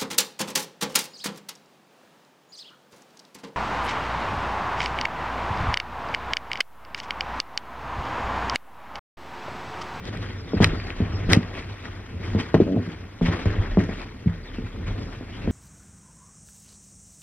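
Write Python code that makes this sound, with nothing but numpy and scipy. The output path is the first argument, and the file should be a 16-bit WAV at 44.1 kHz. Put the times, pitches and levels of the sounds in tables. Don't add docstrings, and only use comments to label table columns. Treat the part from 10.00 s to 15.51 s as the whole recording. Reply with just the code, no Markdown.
import sys
import numpy as np
from scipy import signal
from scipy.fft import rfft, irfft, next_fast_len
from scipy.io import wavfile
from scipy.ndimage import uniform_filter1d, map_coordinates

SR = 44100
rng = np.random.default_rng(int(sys.argv[2]) if len(sys.argv) > 2 else 0)


def dump(signal):
    limited = np.clip(np.atleast_2d(signal).T, -1, 1)
    pcm = np.round(limited * 32767).astype(np.int16)
    wavfile.write(sys.argv[1], SR, pcm)


N = 242991

# frequency in Hz, likeness of left and right from 0 to 1,
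# left phase lead in radians, left over right in dB.
STEREO_IMAGE = [(60, .9995, 0, 0), (110, .997, .03, 0), (190, .97, .15, 0), (340, .83, .5, .3),
                (750, .65, .15, 2.5), (1400, .75, .45, 4), (1850, .84, .5, 3.5), (2300, .82, 0, 0),
                (3200, .55, .8, 2), (4000, .76, 2.6, 1.5), (5500, .55, 3.05, .4), (6900, .97, 3.14, 0),
                (9000, .99, 3.14, 0), (12500, .88, 3.14, 0)]
# time in seconds, relative level in dB.
PACE = [(0, -33.5), (.42, -41), (.7, -32), (.92, -41), (1.22, -31), (1.52, -43.5), (1.85, -39), (2.3, -38),
        (2.47, -41), (2.8, -42), (3.07, -46.5), (3.42, -36.5), (3.9, -35), (4.12, -43), (4.45, -45.5),
        (4.62, -37), (4.92, -38), (5.17, -41), (5.51, -34.5)]
# frequency in Hz, width in Hz, gain in dB.
FRAME_MODES = [(27.87, 1.7, -17.5), (36.3, 1.9, -3), (86.4, 24, 3), (97.6, 10, 5.5), (165, 57, -7),
               (228, 73, -16.5), (418, 18, -14)]
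# start in seconds, level in dB.
TYRE_HEAVES = [(.58, -25), (.69, -26), (.96, -30), (1.09, -38), (1.26, -22), (2.31, -32), (2.53, -33),
               (3.21, -25.5), (3.44, -25), (3.57, -23.5), (3.7, -24.5), (4.89, -25), (5.43, -43)]
# start in seconds, level in dB, rise and decay in seconds.
SIZZLES = [(.6, -33, .04, 0.018), (.66, -74, .04, 0.28), (1.295, -32, 0.042, .018), (2.2, -62.5, .06, 0.12),
           (2.38, -59, .02, 0.018), (3.22, -61, .045, .1), (3.38, -57.5, .06, .13),
           (3.78, -48.5, .025, .08), (4.92, -57, 0.12, 0.092)]
# start and length in seconds, relative level in dB,
# first and last pitch in Hz.
NOISE_GLIDES = [(.24, .09, -55, 4700, 4400), (.37, .1, -53, 5600, 4300), (.45, .1, -52, 3600, 3400),
                (.49, .1, -50, 5600, 4400), (.71, .21, -49, 4750, 4400), (1.12, .07, -48, 5400, 5100),
                (1.19, .075, -46, 2400, 1700), (4.425, .04, -56, 4900, 4350), (4.465, .05, -50, 3900, 3150),
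                (4.525, .06, -49, 3300, 2600), (4.718, .03, -54, 3400, 3300), (4.99, .1, -53, 4800, 5100),
                (5.27, .135, -53, 2450, 3500)]
# start in seconds, level in dB, rise and decay in seconds.
CLUMP_CRUNCHES = [(.035, -36, 0.046, 0.017), (.112, -42, 0.023, 0.069), (.19, -40.5, 0.036, 0.055),
                  (.283, -45.5, 0.018, 0.14), (.465, -48.5, 0.014, 0.26), (.562, -39, 0.018, 0.014),
                  (0.601, -24, 0.032, 0.022), (.675, -36.5, 0.021, 0.13), (.81, -41, 0.09, 0.046),
                  (.958, -43, 0.012, 0.39), (1.16, -46.5, 0.013, 0.1), (1.283, -23.5, 0.042, 0.026),
                  (1.39, -46.5, 0.035, 0.28), (1.519, -36.5, 0.065, 0.044), (1.68, -45, 0.013, 0.19),
                  (1.83, -40, 0.028, 0.048), (1.92, -49, 0.04, 0.052), (2.18, -43, 0.063, 0.52),
                  (2.298, -51, 0.0044, 0.0062), (2.374, -30, 0.029, 0.021), (2.445, -45.5, .02, .04),
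                  (2.541, -31, 0.0029, 0.02), (2.598, -41.5, 0.0066, 0.048), (2.71, -56, 0.032, 0.067),
                  (2.81, -46, 0.054, 0.12), (2.912, -48.5, 0.0065, 0.034), (3.207, -39.5, 0.019, 0.073),
                  (3.243, -31.5, 0.028, 0.032), (3.31, -33, 0.018, 0.074), (3.385, -41.5, 0.014, 0.08),
                  (3.454, -34, 0.0047, 0.03), (3.495, -37.5, 0.0099, 0.056), (3.61, -40, 0.03, 0.042),
                  (3.695, -42, 0.018, 0.057), (3.786, -34, 0.0055, 0.039), (3.885, -43, .03, 0.1),
                  (3.955, -40, 0.044, 0.054), (4.27, -46.5, 0.0093, 0.036), (4.425, -48.5, 0.044, .05),
                  (4.528, -46, 0.017, 0.06), (4.648, -46, 0.024, 0.023), (4.858, -41.5, 0.013, 0.095),
                  (4.97, -46.5, 0.021, 0.097), (5.09, -47, 0.042, 0.12), (5.3, -45.5, 0.049, 0.2)]
# frequency in Hz, gain in dB.
GRASS_SPECTRUM = [(120, -2.5), (300, 11.5), (520, 2.5), (780, 1), (1400, -3), (1900, -3), (2450, -10),
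                  (3000, -10.5), (4000, -9.5), (5500, -13.5), (6700, -19), (8000, -21.5), (10000, -27.5),
                  (12500, -32.5), (15000, -52.5)]
# time in seconds, level of the floor in dB,
# level of the stiffer wall in dB.
SHUDDER_LEVELS = [(2.606, -19.5, -40), (2.652, -29.5, -50.5), (2.682, -28.5, -34), (2.745, -25, -39),
                  (2.775, -30, -39), (2.83, -35, -66), (2.86, -47, -57)]
# frequency in Hz, width in Hz, gain in dB.
PANEL_MODES = [(202, 140, 7), (274.4, 16, 8.5), (368, 27, -5.5), (413, 50, 3), (480, 66, -6), (590, 65, 6)]
# frequency in Hz, level in dB, seconds to fall 60 dB.
TRAY_MODES = [(100, 9.5, 0.18), (164, -2, 0.34), (190, 5, 0.086), (245.6, 2, 0.18), (298.2, -4.5, 0.25),
              (351, 3.5, 0.072), (425.4, 2.5, 0.19), (472, -5, 0.33), (610, -5.5, 0.098), (658, 0.5, 0.12),
              (1060, -2, 0.07)]
# start in seconds, level in dB, hardness in dB per octave.
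TYRE_THUDS = [(0.562, -18, -7), (0.621, -15.5, -7), (0.658, -19, -21), (1.016, -16, -11.5),
              (1.136, -20, -5), (1.318, -12.5, -6.5), (1.368, -22, -3.5), (2.355, -18, -1),
              (2.778, -24.5, -8.5), (3.281, -16, -11.5), (3.335, -21, -6.5), (3.46, -11, -7),
              (3.498, -26, -17.5), (3.583, -14, -18.5), (3.783, -16, -11), (4.279, -16.5, -16),
              (4.639, -25.5, -5), (4.879, -22.5, -15), (5.48, -21, -5)]
# start in seconds, level in dB, pitch in Hz, hardness in dB per octave,
# relative ring of the tray in dB, bass cut in dB per octave.
TRAY_KNOCKS = [(0.5338, -13.5, 342, -11, -9, 11), (0.54, -14, 198, -11, -3, 17),
               (0.6032, -8, 340, -6, -5.5, 6), (0.607, -5, 160.4, -9, -2, 10), (0.733, -19, 234, -15, 8, 0),
               (1.003, -11.5, 209, -8.5, 3, 4.5), (1.29, -12, 186, -9, 4, 8.5),
               (1.364, -17.5, 280, -22, -11, 15), (1.37, -3, 184, -17.5, -20.5, 4),
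               (2.349, -10.5, 222, -9, 5, 8.5), (2.5428, -2, 383, -8, -8.5, 4),
               (2.549, -4.5, 179, -6, -2, 3.5), (2.6013, -1.5, 342, -20.5, -10.5, 7.5),
               (2.617, -7.5, 203, -13, -10, 2), (2.679, -27.5, 590, -16, -1, 11),
               (2.763, -14, 241, -10, -8, -1.5), (2.77, -20, 617, -36, 5, 13),
               (2.774, -16.5, 132.5, -8.5, -11, 5.5), (2.875, -23, 178, -8, 6, 15),
               (3.212, -20.5, 427, -3.5, 2, 7.5), (3.215, -11, 175.4, -8, 7, 14),
               (3.285, -17.5, 163.6, -3, 4, 9.5), (3.457, -15, 304, -6.5, 3, 9.5),
               (3.772, -6, 298, -7, -5, 4.5), (3.7756, -4, 191.5, -18.5, -12.5, 9.5),
               (3.806, -16.5, 171, -5, -4.5, 7.5), (3.891, -18.5, 195, -4, 2, 5),
               (4.259, -13.5, 189, -16, -13, 5.5), (4.268, -8.5, 153.7, -16.5, -6, 6),
               (4.584, -20, 231, -11, 8, 15.5), (5.21, -23.5, 234, -6.5, -4, 4),
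               (5.476, -13.5, 195.5, -5.5, 4, 9)]
# frequency in Hz, level in dB, seconds to fall 60 dB,
# gain on the right (1 with the left, -1 against it).
SHELL_MODES = [(1145, -3.5, 0.016, 1), (1472, 2, 0.007, 0.7), (1893, 4, 0.016, 0.6),
               (2220, 8, 0.0057, 0.99), (2540, 8, 0.0056, 0.84), (3074, 4, 0.0065, 0.42),
               (3386, -5, 0.0074, 1), (3880, -1.5, 0.016, -1.2), (4500, -16.5, 0.013, -.8),
               (4980, 8, 0.0027, 0.8), (5326, 9, 0.0025, 0.56), (6040, -10, 0.01, -0.38),
               (6700, -8.5, 0.006, -1.1), (8270, -1, 0.004, -0.48), (10400, -19, 0.0054, .3),
               (12700, -15, .003, .5), (14600, -24, .004, .8)]
# start in seconds, level in dB over the instant of the snap,
# pitch in Hz, treble slope above it in dB per octave.
TWIG_SNAPS = [(0.054, -30, 4500, -5), (0.173, -27, 2210, -1), (.6322, -17, 2400, -12),
              (0.6434, 2.5, 2300, -0.5), (.6462, -12, 2900, -3), (0.799, -21.5, 2230, -13),
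              (0.9032, -17.5, 2520, -16), (1.3, -25, 2040, -16), (1.3288, -16, 4000, 5),
              (1.3325, 3.5, 2290, 0.5), (1.338, -22, 3200, -5), (1.349, -17, 2400, 1),
              (1.4294, -24, 2220, -10), (1.854, -22.5, 1950, -19), (2.301, -29, 2200, -18),
              (2.397, -24, 2000, -16), (2.409, -23, 2200, -12), (2.5435, -18.5, 1495, -9),
              (2.549, -18, 1800, -15.5), (3.344, -23.5, 1880, -12.5), (3.456, -27, 1500, -11),
              (4.017, -27, 2700, -2.5), (4.545, -31, 2200, -12), (4.867, -34, 2430, -11)]


def amp(db):
    return 10 ** (np.asarray(db) / 20)


def unit(x):
    return x / np.sqrt(np.mean(x ** 2) + 1e-20)


def follow(rows):
    times, *columns = np.transpose(rows)
    return [np.interp(np.arange(N) / SR, times, c) for c in columns]


def spectrum_at(rows, hz):
    row_hz, *columns = np.transpose(rows)
    return [np.interp(np.log(hz + 1), np.log(row_hz), c) for c in columns]


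def add(mix, start_s, sound):
    part = mix[..., max(round(start_s * SR), 0):][..., :sound.shape[-1]]
    part += sound[..., :part.shape[-1]]


def band(x, lo_hz, hi_hz):
    return signal.sosfilt(signal.butter(3, [lo_hz, hi_hz], "band", fs=SR, output="sos"), x)


def resonate(x, modes):
    return sum(amp(db) * signal.lfilter(*signal.iirpeak(hz, hz / width, SR), x)
               for hz, width, db in modes)


def glide(x, hz, width_hz):
    turn = np.exp(2j * np.pi * np.cumsum(hz) / SR)
    keep = np.exp(-np.pi * width_hz / SR)
    return 2 * (turn * signal.lfilter([1 - keep], [1, -keep], x / turn)).real


def causal(db):
    log_gain = np.log(amp(np.maximum(db, -100)))
    mirrored = np.concatenate([log_gain, log_gain[-2:0:-1]])
    return np.exp(np.conj(signal.hilbert(mirrored)))[:len(db)]


def wander(per_s):
    knots = rng.standard_normal(4096)
    return unit(map_coordinates(knots, [np.arange(N) * per_s / SR], order=3, mode="wrap"))


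def swells(rows):
    t = np.arange(0, N, 32) / SR
    start_s, db, rise_s, decay_s = np.transpose(rows)[:, :, None]
    rise = np.clip((t - start_s) / rise_s, 0, 1)
    decay = np.exp(-np.maximum(t - start_s - rise_s, 0) / decay_s)
    return np.interp(np.arange(N) / SR, t, ((amp(db) * rise * decay) ** 2).sum(0))


def stereo(shared, apart):
    size = next_fast_len(N + 4096)
    likeness, lead, tilt_db = spectrum_at(STEREO_IMAGE, np.fft.rfftfreq(size, 1 / SR))
    mid = rfft(shared, size) * np.sqrt((1 + likeness) / 2)
    side = rfft(apart, size) * np.sqrt((1 - likeness) / 2)
    left = (mid + side) * amp(tilt_db / 2)
    right = (mid - side) * amp(-tilt_db / 2) * np.exp(-1j * lead)
    return irfft(np.array([left, right]), size)[:, :N]


def hiss(level_db=-65):
    noise = unit(band(rng.standard_normal((2, N)), 1000, 14000))
    return stereo(*(amp(level_db) * noise))


def wheel(gain_db=3, lumps_db=2, ruts_db=2, sway_db=-41.5, sway_per_pace=1.4):
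    pace_db, = follow(PACE)
    ground = rng.standard_normal((2, N)) * amp(lumps_db * wander(22) + ruts_db * wander(8.1))
    rumble = unit(band(resonate(ground, FRAME_MODES[2:]), 43, 520)) * amp(gain_db + pace_db)
    sway = unit(band(resonate(ground, FRAME_MODES[:2]), 23, 83))
    sway *= amp(sway_db + sway_per_pace * (pace_db - pace_db.mean()))
    return stereo(*(rumble + sway))


def heave(spring_hz=34, stray=0.1, rise_s=0.027, decay_s=0.041):
    turns = np.cumsum(spring_hz * (1 + stray * wander(16))) / SR
    power = swells([(start_s, db, rise_s, decay_s) for start_s, db in TYRE_HEAVES])
    return unit(np.sin(2 * np.pi * turns)) * np.sqrt(power)


def sizzle(soft_hz=3000, grain_db=7.5, grains_per_s=600):
    grains = rng.standard_normal((2, N)) * amp(grain_db * wander(grains_per_s))
    treble = signal.sosfilt(signal.butter(2, soft_hz, fs=SR, output="sos"), band(grains, 4800, 14500))
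    return unit(stereo(*treble)) * np.sqrt(swells(SIZZLES))


def gliding_bands(gain_db=0.5, apart_db=-15, width_hz=520, flicker_db=4, flickers_per_s=70):
    out = np.zeros((2, N))
    noise = rng.standard_normal((2, N)) * amp(flicker_db * wander(flickers_per_s))
    for start_s, length_s, db, first_hz, last_hz in NOISE_GLIDES:
        progress = np.arange(0, 1, 1 / (length_s * SR))
        hz = first_hz * (last_hz / first_hz) ** progress
        burst = noise[:, round(start_s * SR):][:, :len(progress)]
        narrow = unit(glide(glide(burst, hz, width_hz), hz, width_hz))
        add(out, start_s, amp(gain_db + db) * narrow * np.sqrt(np.sin(np.pi * progress)))
    return stereo(out[0], amp(apart_db) * out[1])


def lurch_power(rise_s=0.0047, decay_s=0.13):
    return swells([(start_s, db, rise_s, decay_s) for start_s, db, _ in TYRE_THUDS])


def rustle_power(bed_db=-50, bed_per_pace=0.58, shaken_db=-29):
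    pace_db, = follow(PACE)
    bed = amp(bed_db + bed_per_pace * (pace_db - pace_db.mean())) ** 2
    return bed + amp(shaken_db) ** 2 * lurch_power() + swells(CLUMP_CRUNCHES)


def stalks(gain_db=-16.5, cracks_per_s=70, spread_db=0.5, ring_cycles=0.95):
    out, t = np.zeros((2, N)), np.arange(512) / SR
    for when, size, pitch, side in rng.random((round(cracks_per_s * N / SR), 4)):
        hz = 1300 * 4 ** (pitch ** 2)
        cycles = hz * t
        crack = np.sin(2 * np.pi * cycles) * cycles * np.exp(-cycles / ring_cycles)
        strength = amp(spread_db * min(-np.log(1 - size), 3))
        add(out, when * N / SR, strength * np.outer([1, 2 * side - 1], crack))
    return amp(gain_db) * unit(stereo(*out)) * np.sqrt(rustle_power())


def grass(snaps_per_s=1500, spread_db=1.5, clump_db=1, patchy_db=2, shell_db=-7, echo_s=0.00062):
    sizes = amp(spread_db * np.minimum(rng.exponential(1, (2, N)), 5)) * rng.choice([-1, 1], (2, N))
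    snaps = unit(sizes * (rng.random((2, N)) < snaps_per_s / SR))
    swish = rng.standard_normal((2, N))
    drive = (snaps + swish) * amp(clump_db * wander(76))
    shell = [(f, np.log(1000) / np.pi / t60, db) for f, db, t60, _ in SHELL_MODES if f < 4000]
    drive += amp(shell_db) * resonate(drive, shell)
    hz, frame_s, frames = signal.stft(drive, SR, nperseg=512, noverlap=384)
    hz, t = hz[:, None], np.arange(N) / SR
    patches = uniform_filter1d(rng.standard_normal(frames.shape[1:]), size=9, axis=0)
    patches = unit(uniform_filter1d(patches, size=7, axis=1))
    db_per_octave = 0.28 - 12 * np.interp(frame_s, t, np.sqrt(lurch_power()))
    tilt_db = np.clip(np.log2((hz + 1) / 1900), -2, 2) * db_per_octave
    delay_s = np.interp(frame_s, t, echo_s * amp(1.8 * wander(8.3)))
    ripple_db = np.cos(2 * np.pi * hz * delay_s) * np.minimum(hz / 2000, 1)
    grass_db, = spectrum_at(GRASS_SPECTRUM, hz)
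    frames *= amp(grass_db + patchy_db * patches + tilt_db + ripple_db)
    _, rustle = signal.istft(frames, SR, nperseg=512, noverlap=384)
    pair = stereo(*rustle[:, :N])
    return pair / band(pair.mean(0), 810, 5500).std() * np.sqrt(rustle_power())


def shudder(slips_per_s=99, uneven=0.15, scrape=0.36):
    turns = np.cumsum(slips_per_s * (1 + uneven * wander(60))) / SR
    slips = unit(np.diff(np.floor(turns), prepend=0))
    drive = np.array([slips, np.zeros(N)]) + scrape * rng.standard_normal((2, N))
    flex = 1 + .04 * wander(25)
    rings = [amp(db) * glide(drive, hz * flex, width) for hz, width, db in PANEL_MODES]
    floor_db, wall_db = follow(SHUDDER_LEVELS)
    floor = unit(band(sum(rings[:4]), 120, 360)) * amp(floor_db)
    wall = unit(band(sum(rings[4:]), 390, 660)) * amp(wall_db)
    t = np.arange(N) / SR
    sounding = (t > SHUDDER_LEVELS[0][0]) & (t < SHUDDER_LEVELS[-1][0])
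    return stereo(*((floor + wall) * uniform_filter1d(1. * sounding, size=900)))


def bump(pitch_hz, hardness, ring_db, bass_cut, padding=0.28, bounce_octaves=0.24, coupling=168):
    size = 16384
    t, hz = np.arange(size) / SR, np.fft.rfftfreq(size, 1 / SR)
    octaves = np.log2((hz + 5) / pitch_hz)
    above = np.logaddexp(0, (octaves - 0.34) * 4) / 4
    treble_db = min(hardness, -3) * above * (1 + padding * above)
    bass_db = max(bass_cut, 2) * np.minimum(octaves, 0)
    bounce_db = 6.5 / (1 + (octaves / bounce_octaves) ** 2)
    blow = causal(bass_db + treble_db + bounce_db)
    shifts = np.transpose(TRAY_MODES)[0] > 130
    detune = 1 + .03 * rng.standard_normal(len(TRAY_MODES)) * shifts
    ring = sum(amp(db - 60 * t / t60) * np.cos(2 * np.pi * f * ratio * t)
               for (f, db, t60), ratio in zip(TRAY_MODES, detune))
    response = 1 + amp(ring_db) * coupling * rfft(ring) / SR
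    sound = band(irfft(blow * response), 44, 1400)
    return sound / abs(sound).max()


def tray(tyre_hz=81, tyre_ring_db=2, tyre_bass_cut=2, jiggle_db=(-4.5, -19), rise_s=0.0078, t60=0.11):
    out, t = np.zeros((2, N)), np.arange(SR // 3) / SR
    thuds = [(start_s, db, tyre_hz, hardness, tyre_ring_db, tyre_bass_cut)
             for start_s, db, hardness in TYRE_THUDS]
    no_bass = signal.butter(2, 170, "high", fs=SR, output="sos")
    for start_s, db, *colour in TRAY_KNOCKS + thuds:
        blow = bump(*colour)
        jiggle = rng.standard_normal((2, len(t))) * np.minimum(t / rise_s, 1) * amp(-60 * t / t60)
        jiggle *= amp(jiggle_db)[:, None] / np.linalg.norm(jiggle[0])
        jiggle = signal.sosfilt(no_bass, jiggle)
        jiggle[0, 0] += 1
        add(out, start_s, amp(db) * signal.fftconvolve(blow[None], jiggle, axes=1))
    return stereo(*out)


def twigs(chatter_db=-17.5, chatter_s=0.00044, splinter_db=-23, splinter_s=0.016, splinters_per_s=1500,
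          snap_s=0.00052, muffle_hz=5800):
    size, out = 4096, np.zeros((2, N))
    t, hz = np.arange(size) / SR, np.fft.rfftfreq(size, 1 / SR)
    shell = np.zeros((2, size))
    for k, (f, db, t60, right) in enumerate(SHELL_MODES):
        ring = amp(db - 60 * t / t60) * np.sin(2 * np.pi * f * t)
        shell += (-1) ** k * np.outer([1, right], ring)
    muffle_db = -7 * np.log2(np.maximum(hz / muffle_hz, 1))
    chatter = amp(chatter_db) * np.exp(-t / chatter_s)
    for start_s, db, pitch_hz, treble_slope in TWIG_SNAPS:
        breaks = rng.random(size) < splinters_per_s / SR
        splinters = amp(splinter_db) * breaks * np.exp(-t / splinter_s)
        force = rng.standard_normal(size) * (chatter + splinters)
        force[0] = 1
        octaves = np.log2((hz + 50) / pitch_hz)
        colour = causal(9 * np.clip(octaves, -2, 0) + treble_slope * np.maximum(octaves, 0) + muffle_db)
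        click = irfft(rfft(shell) * rfft(force) * colour)
        add(out, start_s, amp(db) * click * np.sqrt(snap_s * SR) / np.linalg.norm(click))
    return out


def scene():
    barrow = wheel() + heave() + tray() + shudder()
    load = grass() + stalks() + sizzle() + gliding_bands() + twigs()
    return barrow + load + hiss()


def record(dry):
    low_pass = signal.firwin(511, 15800, window=("kaiser", 9), fs=SR)
    return signal.oaconvolve(np.clip(dry, -1, 1), low_pass[None], "same")


dry = scene()
out = record(dry)
dump(out)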